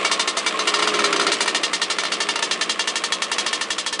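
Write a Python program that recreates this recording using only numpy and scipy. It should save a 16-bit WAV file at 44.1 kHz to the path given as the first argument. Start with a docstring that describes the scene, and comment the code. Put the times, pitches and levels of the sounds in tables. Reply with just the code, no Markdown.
"""The small two-stroke engine of a model buggy idles on paving in a walled yard, about 60 turns a second.
It mostly fires every fourth to sixth turn: each pop is a shock that echoes inside the exhaust pipe,
excites its modes and returns from the walls as a bright spray. Every turn drones, booms, puffs and
clatters, and the dragging clutch bell whines. Near one second the throttle opens and the pops crowd
together. The listener walks from the side round to the tail, over a faint outdoor background."""
import sys
import numpy as np
from scipy.fft import rfft, irfft, next_fast_len
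from scipy.io import wavfile
from scipy.ndimage import uniform_filter1d, minimum_filter1d, map_coordinates

SR = 44100
rng = np.random.default_rng(int(sys.argv[2]) if len(sys.argv) > 2 else 0)


def inscribe(sig):
    """Save sig as 16-bit PCM at rate SR to the path in sys.argv[1].

    A 1-D sig is mono; a 2-D sig holds one channel per row.
    Samples are clipped to [-1, 1] before scaling.
    """
    pcm = np.round(np.clip(np.atleast_2d(sig).T, -1, 1) * 32767)
    wavfile.write(sys.argv[1], SR, pcm.astype(np.int16))


N = 176400
TIME = np.arange(N) / SR
IDLE_HZ, PIPE_ROUND_TRIP_S = 60.5, 0.00212

# Each row is one firing: start in seconds, then relative levels in dB of the pop, its treble over its
# midrange, the spray from the yard, the spray's top over the rest, and the gas jet.
FIRINGS = [(0.0487, -16, -4, -21.5, 2.5, -20), (0.115, -16.5, 8, -20.0, 4.5, -24),
           (0.1954, -18.5, 5, -21, 3.5, -23), (0.276, -21, 10, -22, 4.5, -21),
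           (0.37, -21, 5, -24, 6.5, -20), (0.464, -15.5, -2, -23.5, 4.5, -26),
           (0.5919, -18, -20, -25.5, -3, -23.5), (0.6734, -16.5, -9, -21.5, 4, -20),
           (0.74, -16.5, 1, -22.0, -1, -20), (0.7915, -18.5, -4, -30, -3, -20),
           (0.8241, -15.5, -1, -24, 0, -17), (0.8737, -14.5, -12, -24.5, 1.5, -20),
           (0.94, -15.5, -13, -25.5, 0, -31), (0.9904, -15, -8, -27, -1, -19),
           (1.0411, -13.5, -5, -22.0, 3, -23), (1.1276, -15, -3, -28, -11, -15),
           (1.162, -17, -4, -30, -9, -17), (1.1975, -12.5, -7, -25, -2, -23.5),
           (1.2143, -17.5, -7, -31, 8.5, -23), (1.267, -13.5, -4, -23, -5, -16.5),
           (1.319, -15.5, 8, -22, 6, -23), (1.4067, -16, -7, -22.5, 7.5, -18),
           (1.4605, -20, -17, -31.0, -10, -27), (1.4785, -15.5, -4, -25.5, 4, -19),
           (1.548, -14, 9, -21.5, 4, -25), (1.6339, -19, 6, -21, 2, -18.5), (1.7332, -19, 1, -22.0, 5, -29),
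           (1.8176, -17, 7, -22, 2.5, -29), (1.9015, -20, 11, -22.0, 3.5, -26),
           (1.986, -16, 7, -24.5, 2, -25), (2.0363, -20, -5, -29, -7, -24), (2.0532, -19, 1, -28, -4, -33),
           (2.1209, -19.5, 5, -21.0, 1, -31), (2.2043, -20, 3, -21, 3, -29),
           (2.289, -16.5, -1, -23, 1.5, -24), (2.3583, -18.5, 2, -30.5, -7, -18.5),
           (2.3916, -22, 2, -41, -16, -23), (2.4255, -20, 4, -22, 3.5, -19), (2.512, -18, 13, -20, 1, -31),
           (2.612, -18, 10, -22.5, 3, -32), (2.6955, -19.5, 13, -21.5, 3.5, -29),
           (2.7941, -17, 0, -22, 0.5, -31), (2.8751, -19.5, 4, -22.5, 4, -31),
           (2.9568, -19.5, 10, -23.5, 5, -35), (3.0387, -18.5, 3, -24.5, 4.5, -18.5),
           (3.1227, -17.5, 12, -23, 3.5, -23), (3.2211, -18, 12.5, -24, 4, -22),
           (3.3166, -18.5, -15, -23.5, 2.5, -26), (3.3836, -17, 8, -23, 5, -26),
           (3.4639, -19.5, -8, -22.5, 0, -19.5), (3.53, -17.5, -1, -23, 4.5, -31),
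           (3.6123, -19.5, 6, -26, 5, -26), (3.7048, -19.5, -2, -24, 5, -32), (3.783, -23, 3, -24, 5, -24),
           (3.8637, -20, 1, -25, 4.5, -35), (3.9272, -24, -8, -26.0, 4.5, -22.5),
           (3.9937, -22, -10, -24, 7, -37)]
# Each row: time in seconds, throttle opening from 0 to 1.
THROTTLE = [(0, 0.52), (.4, 0.01), (.56, 0.53), (.75, 0.72), (1.0, 0.95), (1.31, 0.8), (1.35, 0.22),
            (1.7, 0.14), (2.4, 0.27), (2.8, 0), (4, 0)]
# The pipe's pitch sinks as the gas cools. Each row: time in seconds, pitch as a ratio.
PIPE_TUNE = [(0, 0.97), (1.4, 1), (2.4, 0.95), (3.0, .975), (3.9, 0.96)]


def amp(db):
    """Decibels to amplitude gain."""
    return 10 ** (np.asarray(db) / 20)


def unit(x):
    """Normalise to rms 1."""
    return x / np.sqrt(np.mean(x ** 2) + 1e-20)


def at(rows, s):
    """Linear interpolation of (seconds, value) rows."""
    return np.interp(s, *np.transpose(rows))


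def colour(points, hz):
    """Gain of (Hz, dB) points interpolated on a log frequency axis."""
    f, db = np.transpose(points)
    return amp(np.interp(np.log(hz + 1), np.log(f + 1), db))


def wobble(rate):
    """A smooth random curve with rate knots a second."""
    return map_coordinates(rng.standard_normal(400), [TIME * rate], mode="wrap")


def filtered(x, response):
    """Linear filtering: the spectrum of x times a frequency response."""
    size = next_fast_len(len(x) + 8192)
    return irfft(rfft(x, size) * response(np.fft.rfftfreq(size, 1 / SR)), size)[:len(x)]


def coloured(x, points):
    """Filter by a spectrum of (Hz, dB) points, then normalise to rms 1."""
    return unit(filtered(x, lambda hz: colour(points, hz)))


def minimum_phase(gain):
    """The causal response with this gain, by folding the cepstrum."""
    cepstrum = irfft(np.log(np.maximum(gain, 1e-6)))
    half = len(cepstrum) // 2
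    cepstrum[1:half] *= 2
    cepstrum[half + 1:] = 0
    return np.exp(rfft(cepstrum))


def add(track, start_s, sound):
    """Superpose a sound on the track."""
    i = max(round(start_s * SR), 0)
    part = track[i:i + len(sound)]
    part += sound[:len(part)]


def crank():
    """Turns made so far: a whole number between firings, smoothed by the flywheel's inertia."""
    starts = np.array(FIRINGS)[:, 0]
    starts = np.r_[starts[0] - 12 / IDLE_HZ, starts, starts[-1] + 12 / IDLE_HZ]
    between = np.maximum(np.round(np.diff(starts) * IDLE_HZ), 1)
    turns = np.interp(np.arange(-SR, N + SR) / SR, starts, np.r_[0, np.cumsum(between)])
    return uniform_filter1d(turns, size=4000)[SR:-SR]


def strokes(turns, decay_s, steady, turbulent, scatter_db, size=2048):
    """Amplitude-modulated noise: one burst a turn over a steady floor; the turbulent share never repeats."""
    count, part = np.divmod(turns, 1)
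    age = part / IDLE_HZ
    repeating = rng.standard_normal(size)[(age * SR).astype(int)]
    grain = np.sqrt(1 - turbulent) * repeating + np.sqrt(turbulent) * rng.standard_normal(N)
    strength = amp(scatter_db * rng.uniform(-1, 1, size))
    return grain * (steady + np.exp(-age / decay_s) * strength[count.astype(int)])


def silencer_boom(turns):
    """Resonance: the gas pumped on each turn drives the cavities of the silencer and intake."""
    # Each row: centre in Hz, bandwidth in Hz, gain in dB.
    resonances = [(219, 35, -1), (287, 86, -0.5), (348, 69, 3), (418.4, 17.5, 5.5), (466, 146, -2),
                  (625.3, 45, 3.5), (678, 72, 1)]
    # The silencer's notches. Each row: frequency in Hz, gain in dB.
    notches = [(100, -24), (180, 0), (228, 2.5), (260, -5), (290, 1.5), (490, 1.5), (545, -12), (595, -2.5),
               (750, 1), (1500, -24)]

    def response(hz):
        modes = sum((-1) ** k * amp(db) * 1j * hz * width / (centre ** 2 - hz ** 2 + 1j * hz * width)
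                    for k, (centre, width, db) in enumerate(resonances))
        return modes * colour(notches, hz)
    return unit(filtered(strokes(turns, decay_s=0.0071, steady=0.24, turbulent=1, scatter_db=0), response))


def puffs(turns):
    """Pulsating turbulent flow: every turn pushes out a puff of gas."""
    # Each row: frequency in Hz, gain in dB.
    spectrum = [(200, -35), (450, -11), (545, -2), (600, -4), (800, -6.5), (950, -8.5), (1080, 0.5),
                (1200, 1), (1380, -4.5), (1550, -14), (2100, -9.5), (4000, -24.5), (10000, -53)]
    flow = strokes(turns + .05, decay_s=0.0039, steady=0.82, turbulent=0.91, scatter_db=1)
    return coloured(flow, spectrum)


def piston_clatter(turns):
    """Impact noise: the piston rattles once a turn, with uneven strength."""
    # Each row: frequency in Hz, gain in dB.
    spectrum = [(300, -25.5), (1200, 0), (1800, 6.5), (3100, 5.5), (4500, -4.5), (6000, -10.5),
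                (8000, -8.5), (10000, -15.5)]
    impacts = strokes(turns + .15, decay_s=0.0017, steady=.55, turbulent=0.95, scatter_db=4)
    return coloured(impacts, spectrum)


def clutch_bell(centre_hz=1072, half_width_hz=17):
    """Friction excites one narrow resonance of the dragging clutch bell."""
    # Each row: time in seconds, relative level in dB.
    levels = [(0, -35), (.35, -38.5), (.57, -29.5), (.75, -35), (1.0, -31), (1.3, -42), (1.5, -52),
              (3.1, -41.5), (3.55, -39.5), (4, -48)]
    whine = filtered(rng.standard_normal(N), lambda hz: 1 / (1 + ((hz - centre_hz) / half_width_hz) ** 2))
    return amp(at(levels, TIME) - 1) * unit(whine)


def intake_drone(turns):
    """Periodic intake flow radiates crank harmonics, most of which swell as the throttle opens."""
    # Each row: multiple of the crank speed, relative level in dB at idle and with the throttle open.
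    harmonics = [(3, -52, -47.5), (4, -50.5, -52), (5, -48, -39.5), (6, -53, -40), (7, -46, -28.5),
                 (8, -47, -54.5), (10, -52, -35), (18, -56, -41)]
    opening, out = at(THROTTLE, TIME), np.zeros(N)
    for multiple, idle_db, open_db in harmonics:
        db = idle_db + (open_db - idle_db) * opening + 0.5 + wobble(12)
        phase = 2 * np.pi * (multiple * turns + rng.random()) + .1 * wobble(7.5)
        out += amp(db) * np.sin(phase)
    return np.sqrt(2) * amp(-0.7 * TIME) * out  # fades as the listener leaves the intake


def running():
    """Superposition of the sounds the engine makes on every turn, fired or not."""
    # Each row: time in seconds, then relative levels in dB of boom, puffs and clatter.
    levels = [(0.0, -27, -26.5, -26.5), (0.31, -32.5, -31, -35.5), (0.44, -31, -30.5, -30),
              (0.93, -23.5, -26.5, -27), (1.11, -24, -27, -26.5), (1.3, -19.5, -27.5, -28.5),
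              (1.35, -26, -33, -28), (1.51, -23.5, -28.5, -32), (1.78, -31, -33, -34.5),
              (2.27, -30, -32, -32.5), (2.54, -28.5, -33, -33), (3.24, -34, -33.5, -35.5),
              (3.41, -28, -32, -31.5), (4.0, -38.5, -37.5, -39)]
    times, *columns = np.transpose(levels)
    boom_db, puff_db, clatter_db = [np.interp(TIME, times, column) for column in columns]
    turns = crank()
    return (amp(boom_db - 9) * silencer_boom(turns) + amp(puff_db - 2) * puffs(turns)
            + amp(clatter_db - 0.5) * piston_clatter(turns) + clutch_bell() + intake_drone(turns))


def open_air():
    """Stationary outdoor background noise, strongest at low frequencies."""
    # Each row: frequency in Hz, gain in dB.
    spectrum = [(20, -20), (120, 17.5), (500, 16), (10000, -31)]
    return amp(-57.5) * coloured(rng.standard_normal(N), spectrum)


def pop(treble_db, tune, opening, size=4096):
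    """Comb filtering: a shock is joined by its reflections along the pipe and off the nearest wall."""
    # The shock leaving the pipe, then the bark and the blunting that an open throttle gives it.
    # Each row: frequency in Hz, gain in dB.
    spectrum = [(30, -47), (130, -48), (300, -18.5), (700, -6.5), (1000, 3), (1400, -0.5), (1800, 4.5),
                (3000, -8.5), (4500, -7.5), (6300, 0.5), (8000, 15), (10000, 29), (16000, -74)]
    bark = [(900, -3), (1130, 6.5), (1350, 14), (1580, -5.5), (2000, -7), (3000, -2.5)]
    blunting = [(3000, -0.5), (9000, -3)]
    first_return, later_returns, wall_delay_s = .62, .5, 0.013
    hz = np.fft.rfftfreq(size, 1 / SR)
    treble = colour([(1400, 0.002), (3800, treble_db), (8500, 0.01)], hz)
    throttle = (colour(bark, hz) * colour(blunting, hz)) ** opening
    shock = minimum_phase(colour(spectrum, hz) * treble * throttle / np.hypot(1, (hz / 4800) ** 6))
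    trip_s = PIPE_ROUND_TRIP_S / tune + .00005 * rng.standard_normal()
    trip = np.exp(-2j * np.pi * hz * trip_s) / np.hypot(1, hz / 6500)  # each trip loses treble
    direct = shock * (1 + first_return * trip / (1 - later_returns * trip))
    wall = amp(-9.5) * np.exp(-2j * np.pi * hz * wall_delay_s) / (1 + 1j * hz / 2200)
    midrange = irfft(direct * (hz > 800) * (hz < 2500))  # its energy sets the scale
    return -irfft(direct * (1 + wall)) * np.sqrt(0.0055 * SR) / np.linalg.norm(midrange)


def gas_jet(rise_s=0.0016, decay_s=0.005, size=2048):
    """Jet noise: a short turbulent rush of gas follows the shock."""
    # Each row: frequency in Hz, gain in dB.
    spectrum = [(500, -23.5), (1300, 8), (1600, -8.5), (2100, 0), (3600, 1), (10000, -11.5)]
    t = np.arange(size) / SR
    swell = (1 - np.exp(-t / rise_s)) * np.exp(-t / decay_s)
    return coloured(rng.standard_normal(size), spectrum) * swell / swell.max()


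def thump(start, decay_s=0.00076, size=6144):
    """The push of gas from the tailpipe radiates a one-sided pressure pulse."""
    # Strongest behind the tailpipe. Each row: time in seconds, peak level in dB.
    levels = [(.2, -37), (.9, -50.5), (3.7, -34)]
    return -amp(at(levels, start)) * np.exp(-np.arange(size) / SR / decay_s)


def pipe_ring(start, tune, rise_s=.002, t60=0.12, size=6144):
    """Free vibration: the exhaust's modes decay after a firing, each with its own directivity."""
    # Each row: frequency in Hz, relative level in dB at the side and behind the tail.
    modes = [(404.4, -9.5, -22), (680.4, -6, -17.5), (960, -8, -10), (1418, -10.5, -26), (1846, -4.5, -3),
             (2123, -4, -11.5), (2322, -3, -7.5), (2804, -5.5, -3.5), (2950, -7.5, -11), (3310, -14, 0),
             (3556, -3.5, -7.5), (4075, -3, -9), (4510, -5.5, -8.5), (4910, -3, -11), (6100, -6.5, -6.5)]
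    # Each row: time in seconds, the listener's position from side (0) to tail (1).
    walk = [(1.3, 0.08), (3.2, 0.98)]
    t = np.arange(size) / SR
    hz, side_db, tail_db = np.transpose(modes)[:, :, None]
    hz = hz * np.where(hz < 2500, tune, 1)  # higher modes belong to the metal and keep their pitch
    cycles = hz * (1 + 0.0065 * rng.standard_normal(hz.shape)) * t + rng.random(hz.shape)
    mode_db = side_db + (tail_db - side_db) * at(walk, start) + 3.5 * rng.standard_normal(hz.shape)
    ring = amp(mode_db - 60 * t / t60) * np.sin(2 * np.pi * cycles)
    return ring.sum(0) * (1 - np.exp(-t / rise_s))


def exhaust():
    """Impulsive excitation: each firing sends out a shock, a jet and a thump, and rings the pipe."""
    out = np.zeros(N)
    for start, pop_db, treble_db, spray_db, _, jet_db in FIRINGS:
        tune = at(PIPE_TUNE, start)
        ring_db = spray_db + .35 * (pop_db - spray_db) - .5
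        add(out, start, amp(pop_db - 3) * pop(treble_db, tune, at(THROTTLE, start)))
        add(out, start, amp(jet_db - 0.5) * gas_jet())
        add(out, start, thump(start))
        add(out, start, amp(ring_db) * pipe_ring(start, tune))
    return out


def yard_spray(lead_s=.005, hold_s=0.022, fresh_share=.3, size=8192):
    """Diffuse reflection: the walls return each pop as a bright spray of noise; a faint knock leads it."""
    # Each row: frequency in Hz, gain in dB.
    spectrum = [(150, -34), (400, -17.5), (800, -9.5), (1300, -2), (1550, -15.5), (1800, 0.5),
                (2050, -12.5), (2900, 3.5), (4000, 3.5), (5000, 1.5), (6300, -2), (8000, -6), (10000, -11)]
    t = np.arange(size) / SR - lead_s
    after = np.maximum(t, 0)
    knock = amp(-8) * np.exp(-after / lead_s) * np.minimum(1 + t / lead_s, 1)

    def envelope(rise_s, t60):
        return knock + (1 - np.exp(-after / rise_s)) * amp(-60 * np.maximum(t - hold_s, 0) / t60)

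    def pipe_comb(hz, tune):
        trip = np.exp(-2j * np.pi * hz * PIPE_ROUND_TRIP_S / tune) / np.hypot(1, hz / 9000)
        return 1 / (1 - .45 * trip)
    out, pattern = np.zeros(N), rng.standard_normal(size)
    for start, _, _, spray_db, top_db, _ in FIRINGS:
        # The pattern of reflections drifts as the listener moves.
        pattern = np.sqrt(1 - fresh_share) * pattern + np.sqrt(fresh_share) * rng.standard_normal(size)
        tune = at(PIPE_TUNE, start)
        spray = unit(filtered(pattern, lambda hz: colour(spectrum, hz) * pipe_comb(hz, tune)))
        lows = filtered(spray, lambda hz: 1 / (1 + (hz / 6200) ** 8))
        body = lows * envelope(rise_s=0.0006, t60=0.13)
        hiss = amp(top_db) * (spray - lows) * envelope(rise_s=0.0015, t60=0.077)
        add(out, start - lead_s, amp(spray_db - 1.5) * (body + hiss))
    return out


def scene():
    """Superposition of the open air, the engine and its yard in one channel."""
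    return (open_air() + exhaust() + yard_spray() + running())[None]


def record(dry, ceiling=.7, top_hz=10150):
    """Peak limiting holds down the tallest shocks; a steep low-pass then limits the bandwidth."""
    needed = np.minimum(ceiling / (abs(dry[0]) + 1e-9), 1)
    gain = uniform_filter1d(minimum_filter1d(needed, size=41), size=41)
    return filtered(dry[0] * gain, lambda hz: 1 / np.hypot(1, (hz / top_hz) ** 80))[None]


dry = scene()
out = record(dry)
inscribe(out)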